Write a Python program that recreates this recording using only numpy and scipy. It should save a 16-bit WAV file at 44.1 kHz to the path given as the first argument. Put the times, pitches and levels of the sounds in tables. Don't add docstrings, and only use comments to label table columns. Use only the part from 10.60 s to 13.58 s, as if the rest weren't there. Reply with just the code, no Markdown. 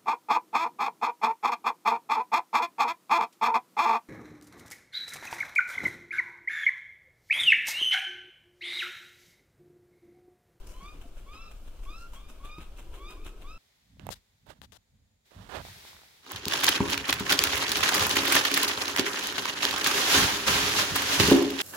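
import sys
import numpy as np
from scipy import signal
from scipy.fft import rfft, irfft
from scipy.io import wavfile

SR = 44100
rng = np.random.default_rng(int(sys.argv[2]) if len(sys.argv) > 2 else 0)


def ratio_of_db(decibels):
    return 10 ** (np.asarray(decibels, float) / 20)


def store_wav(level_fs):
    pcm = np.round(np.clip(np.atleast_2d(level_fs), -1, 1) * 32767)
    wavfile.write(sys.argv[1], SR, pcm.T.astype(np.int16))


N = 131418
TIME = np.arange(N) / SR
SIDES = np.array([[1], [-1]])


def rms_one(x):
    return x / np.sqrt(np.mean(x ** 2) + 1e-20)


def at_hz(points, hz):
    points_hz, values = np.transpose(points)
    return np.interp(np.log(hz), np.log(points_hz), values)


def drift(rate):
    r = np.exp(-40 * np.pi * rate / SR)
    noise = rng.standard_normal(N // 20 + 2002)
    slow = rms_one(signal.lfilter([1], [1, -2 * r, r * r], noise)[2000:])
    return np.interp(np.arange(N) / 20, np.arange(len(slow)), slow)


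def resonance(x, hz, width_hz):
    r = np.exp(-np.pi * width_hz / SR)
    poles = [1, -2 * r * np.cos(2 * np.pi * hz / SR), r * r]
    return signal.lfilter(np.array([1, 0, -1]) * (1 - r * r) / 2, poles, x)


def filtered(x, order, hz, kind):
    return signal.sosfilt(signal.butter(order, hz, kind, fs=SR, output="sos"), x)


# (frequency [Hz], left-right likeness [0-1])
FIELD_LIKENESS = [(60, 1), (180, 0.85), (550, 0.68), (1650, 0.57), (4970, 0.15), (15000, 0.45)]
# (frequency [Hz], left minus right [dB])
FIELD_BALANCE = [(60, 2), (240, 1), (950, 0.5), (3770, 1), (15000, 1.5)]


def stereo_noise(spectrum, alike_share):
    hz = np.maximum(np.arange(N // 2 + 1) * SR / N, 1)
    low_cut = np.minimum(hz / spectrum[0][0], 1) ** 2
    mid, side = rfft(rng.standard_normal((2, N)))
    alike = np.clip((at_hz(FIELD_LIKENESS, hz) - .3) / .7, 0, 1) ** .5 * alike_share
    tilt = ratio_of_db(at_hz(FIELD_BALANCE, hz) / 2 * SIDES)
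    both = np.sqrt(1 + alike) * mid + np.sqrt(1 - alike) * side * SIDES
    return rms_one(irfft(both * tilt * low_cut * ratio_of_db(at_hz(spectrum, hz)), N))


# (frequency [Hz], density [dB per Hz])
LEAF_TRAFFIC_SPECTRUM = [(100, 3), (620, -2), (820, -8.5), (1200, -6), (3000, -10.5), (4500, -20),
                         (7000, -24), (16000, -34)]


def leaves_and_traffic():
    return ratio_of_db(-58 + 1.03 * drift(18)) * stereo_noise(LEAF_TRAFFIC_SPECTRUM, alike_share=0.87)


# (frequency [Hz], density [dB per Hz])
RUMBLE_SPECTRUM = [(15, 12.5), (25, 9), (45, 2), (70, -7.5), (110, -21.5), (160, -42)]
# (time [s], level [dB])
WIND_LEVEL = [(0, -42), (.55, -45), (.75, -43.5), (1.6, -42), (2.05, -43.5), (2.4, -41), (2.98, -44.5)]


def wind():
    gust = ratio_of_db(np.interp(TIME, *np.transpose(WIND_LEVEL)))
    return gust * ratio_of_db(1.1 * drift(5.3)) * stereo_noise(RUMBLE_SPECTRUM, alike_share=.995)


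# (time [s], level [dB])
ENGINE_LEVEL = [(0, -65.5), (0.498, -67), (.7, -74), (2.1, -105), (2.17, -64), (2.4, -58), (2.66, -57.5),
                (2.88, -62), (2.98, -75)]
ENGINE_HZ, ENGINE_WIDTH_HZ = 357.6, 153


def engine():
    noise = rng.standard_normal(N)
    for _ in range(2):
        noise = resonance(noise, ENGINE_HZ, ENGINE_WIDTH_HZ)
    tone_hz = ENGINE_HZ * (1 + .08 * drift(8.4))
    tone = np.sin(2 * np.pi * np.cumsum(tone_hz) / SR)
    level = ratio_of_db(np.interp(TIME, *np.transpose(ENGINE_LEVEL)))
    return level * (rms_one(noise) + ratio_of_db(-6) * tone)


# (frequency [Hz], gain [dB])
THROAT_RESPONSE = [(1250, 1), (2000, -12), (2500, -1), (3150, -9), (3800, -9), (4500, -21), (5400, -11),
                   (7500, -16)]
ATTACK_S, RELEASE_S = 0.012, 0.0067
WOBBLE, DROOP_SHARE, DROOP_S = .006, 0.054, 0.0397
FADE_DB, FADE_RATE_HZ, RASP = 1.6, 40, .25


def voice(calls):
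    s, hz, db, open_db = np.transpose([row for call in calls for row in call])
    droop, gate = np.zeros(N), np.zeros(N)
    for call in calls:
        start, end = call[0][0], call[-1][0]
        droop += np.clip((TIME - end) / DROOP_S + .5, 0, 1) * (TIME < end + .05)
        attack = np.clip((TIME - start) / ATTACK_S + .5, 0, 1)
        gate += attack * np.clip((end - TIME) / RELEASE_S + 1, 0, 1)
    pitch = np.interp(TIME, s, hz) * (1 + WOBBLE * drift(73.5) - DROOP_SHARE * droop ** 2)
    phase = 2 * np.pi * np.cumsum(pitch) / SR
    opening = np.interp(TIME, s, open_db)
    out = np.zeros(N)
    for k in range(1, 7):
        gain_db = at_hz(THROAT_RESPONSE, k * pitch) + FADE_DB * np.sqrt(k) * drift(FADE_RATE_HZ)
        if k > 1:
            gain_db = gain_db + opening
        if k > 4:
            gain_db = gain_db - 11
        rasp = 1 + RASP * np.sqrt(k) * drift(100)
        out += ratio_of_db(gain_db) * rasp * np.sin(k * phase)
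    return np.sqrt(2) * out * gate * ratio_of_db(np.interp(TIME, s, db))


# (delay [s], left level [dB], right level [dB])
TRUNK_ECHOES = [(.019, -14, -15), (.041, -15, -14), (.075, -15, -16)]
LEAVES_T60_S, LEAVES_DB, LEAVES_APART = .3, -10, .3


def trees(x, pan_db, direct_db):
    out = x * ratio_of_db(direct_db + pan_db / 2 * SIDES)
    for delay, left_db, right_db in TRUNK_ECHOES:
        for side, db in enumerate((left_db, right_db)):
            lag = int(delay * SR * (1 + 0.027 * side))
            out[side, lag:] += ratio_of_db(db) * x[:-lag]
    t = TIME[:SR // 2]
    common, apart = rng.standard_normal((2, len(t)))
    decay = ratio_of_db(-60 * t / LEAVES_T60_S) * np.minimum(t / 0.0032, 1)
    tail = (common + LEAVES_APART * apart * SIDES) * decay
    scatter = signal.fftconvolve(x[None], tail / np.linalg.norm(tail[0]))[:, :N]
    return out + ratio_of_db(LEAVES_DB) * scatter


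# (time [s], pitch [Hz], level [dB], beak opening as overtone gain [dB])
FAR_BIRD_CALLS = [
    [(0, 1020, -68, -2), (.05, 980, -67, -2), (.11, 1009, -68, -4)],
    [(.74, 1033, -62.5, 5), (.81, 1146, -57.5, -4), (.88, 1234, -58.5, 3.5), (.96, 1280, -79, -10)],
    [(1.56, 1071, -56, 10.5), (1.6, 1164, -61.5, 1), (1.69, 1231, -70.5, 12.5), (1.78, 1280, -73, -2)],
    [(2.5, 1000, -60, -8), (2.56, 1020, -59, -8), (2.575, 1125, -57, -3), (2.61, 1200, -62, 2),
     (2.65, 1265, -61.5, 5.5), (2.78, 1295, -66.5, -9)],
]


def far_bird():
    return trees(voice(FAR_BIRD_CALLS), pan_db=1.4, direct_db=-3)


# (time of peak [s], level [dB], width [s], body relative to feather hiss [dB])
WING_STROKES = [(0.072, -66, 0.0046, -2), (.1, -64, 0.032, 0), (0.251, -73, 0.086, 3),
                (0.419, -66, 0.0086, 3.9), (.48, -74.5, 0.016, -3), (0.581, -67.5, 0.015, 3),
                (0.744, -68.5, 0.019, 5.5), (0.917, -64.5, 0.0055, 3.5), (1.081, -68, 0.0081, 4.2),
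                (1.239, -64.5, 0.012, 3), (1.403, -66, 0.027, -5), (1.552, -62.5, 0.023, 2.5),
                (1.701, -61.5, 0.013, 2), (1.858, -62, 0.017, 4.5), (2.017, -62.5, 0.02, 5),
                (2.191, -62.5, 0.021, 3.5), (2.356, -63.5, 0.025, 4.5), (2.511, -62.5, 0.021, 4.5),
                (2.667, -59.5, 0.017, 4), (2.822, -65.5, 0.01, 5.5), (2.97, -112, 0.017, -7)]
# (frequency [Hz], density [dB per Hz])
FEATHER_SPECTRUM = [(150, -7.5), (300, -9.5), (700, -15), (1220, -11), (2700, -6.5), (4200, -6.5),
                    (8000, -16), (16000, -23)]
STROKE_TAIL, GRAIN_DB, BODY_HZ = 1.63, 2.5, 3843
PUSH_DB, PUSH_HZ, PUSH_WIDTH_S = 11.5, (14.2, 58.3), 0.036


def wings():
    s, db, width, body_db = np.transpose(WING_STROKES)[:, :, None]
    after = (TIME - s) / width
    envelope = np.exp(-np.where(after < 0, after ** 2, np.abs(after) / STROKE_TAIL))
    shape = ratio_of_db(db + 14) * envelope
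    noise = stereo_noise(FEATHER_SPECTRUM, alike_share=1) * ratio_of_db(GRAIN_DB * drift(300))
    hiss = shape.sum(axis=0) * filtered(noise, 2, BODY_HZ, "high")
    body = (shape * ratio_of_db(body_db)).sum(axis=0) * filtered(noise, 2, BODY_HZ, "low")
    push = (ratio_of_db(db + PUSH_DB) * np.exp(-((TIME - s) / PUSH_WIDTH_S) ** 2)).sum(axis=0)
    low = rms_one(filtered(rng.standard_normal(N), 3, PUSH_HZ, "band"))
    return hiss + body + push * low * ratio_of_db(.9 * SIDES)


# (time [s], peak level [dB])
FEATHER_SNAPS = [
    (0.0723, -41.5),
    (0.571, -56),
    (1.5356, -43.5),
    (1.697, -56),
    (1.849, -47),
    (1.9836, -47.5),
    (2.1743, -46),
    (2.507, -40),
    (2.6473, -43.5),
]
SNAP_T60_S, SNAP_LOW_HZ = .02, 1500


def snaps():
    s, db = np.transpose(FEATHER_SNAPS)[:, :, None]
    decay_db = -60 * np.maximum(TIME - s, 0) / SNAP_T60_S
    shape = (ratio_of_db(db + 0.5 + decay_db) * (TIME >= s)).sum(axis=0)
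    common, apart = rng.standard_normal((2, N))
    return shape * filtered(common + 0.62 * apart * SIDES, 2, SNAP_LOW_HZ, "high") / 2


# (time [s], pitch [Hz], level [dB], beak opening as overtone gain [dB])
NEAR_BIRD_CALLS = [
    [(.135, 975, -62, 0), (.17, 1020, -58, 0), (.195, 1045, -68, 10), (.215, 1090, -52.5, -2),
     (.285, 1212, -54, 4.5), (.345, 1235, -62, -6)],
    [(.665, 1067, -60, -3), (.685, 1120, -54, -3), (.735, 1240, -54.5, 2.5), (.8, 1330, -57, 4),
     (.84, 1345, -58, 6), (.89, 1310, -62, 3)],
    [(1.255, 1065, -56, -3), (1.3, 1185, -53, 1.5), (1.35, 1300, -54.5, 2), (1.4, 1365, -55, 0),
     (1.45, 1392, -52, -4), (1.47, 1395, -58, -3)],
    [(1.8, 1070, -60, -5), (1.825, 1115, -54, -5), (1.87, 1185, -54, -1), (1.92, 1220, -54.5, 3),
     (1.98, 1255, -56, 0), (2.02, 1280, -60, -2)],
    [(2.32, 965, -64, -8), (2.365, 1035, -62, -4), (2.41, 1120, -52.5, -4), (2.455, 1175, -53.5, 1),
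     (2.49, 1243, -57, 7), (2.55, 1245, -64, 2)],
    [(2.84, 1085, -57, -3), (2.86, 1140, -54, -3), (2.89, 1230, -55, 2), (2.925, 1300, -54.5, 2),
     (2.955, 1320, -59, 5), (2.98, 1345, -57, 0)],
]


def near_bird():
    return trees(voice(NEAR_BIRD_CALLS), pan_db=-0.12, direct_db=0)


# (time [s], level [dB], pitch [Hz], decay time T60 [s])
CLAW_KNOCKS = [(0.225, -51.5, 182, 0.09), (0.345, -58, 290, .1), (0.35, -60, 155, 0.2),
               (0.455, -53, 270, 0.07), (0.44, -60, 690, 0.14), (0.22, -66, 690, .15),
               (0.572, -60, 600, .03), (1.303, -52, 314, 0.05), (1.535, -53, 984, .035),
               (1.846, -53, 580, .02), (1.846, -54, 230, .04), (2.275, -64, 1007, .05),
               (2.66, -54, 300, .04), (2.66, -60, 720, .04)]
# (time [s], level [dB], pitch [Hz], decay time T60 [s])
HARD_KNOCK_MODES = [
    (1.9835, -48, 90, .08),
    (1.9835, -46, 170, .06),
    (1.9835, -46, 320, .05),
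    (1.9835, -53, 950, .025),
    (1.9835, -53, 2200, .015),
]


def knocks():
    out = np.zeros(N)
    for s, db, hz, t60 in CLAW_KNOCKS + HARD_KNOCK_MODES:
        t = np.maximum(TIME - s, 0)
        out += ratio_of_db(db + 8 - 60 * t / t60) * np.sin(2 * np.pi * hz * t)
    return out


LEFT_LAG_SAMPLES, BIRD_LAG_S = 2, 1.2e-5


def scene():
    birds = far_bird() + near_bird()
    birds[0] = np.interp(TIME - BIRD_LAG_S, TIME, birds[0])
    background = leaves_and_traffic() + wind() + engine()
    left, right = background + birds + wings() + snaps() + knocks()
    return np.array([np.roll(left, LEFT_LAG_SAMPLES), right])


# (frequency [Hz], width [Hz], depth [0-1])
HOUSING_DIPS = [(1844, 940, 0.68), (11340, 550, 0.58)]


def microphone_housing(x):
    for hz, width_hz, depth in HOUSING_DIPS:
        x = x - depth * resonance(x, hz, width_hz)
    return x


def top_cut(x):
    return signal.sosfilt(signal.butter(12, 15710, fs=SR, output="sos"), x)


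def record(dry):
    low_pass = signal.cheby2(12, 70, 16900, fs=SR, output="sos")
    mix = signal.sosfilt(low_pass, microphone_housing(dry))
    return top_cut(mix)


dry = scene()
out = record(dry)
store_wav(out)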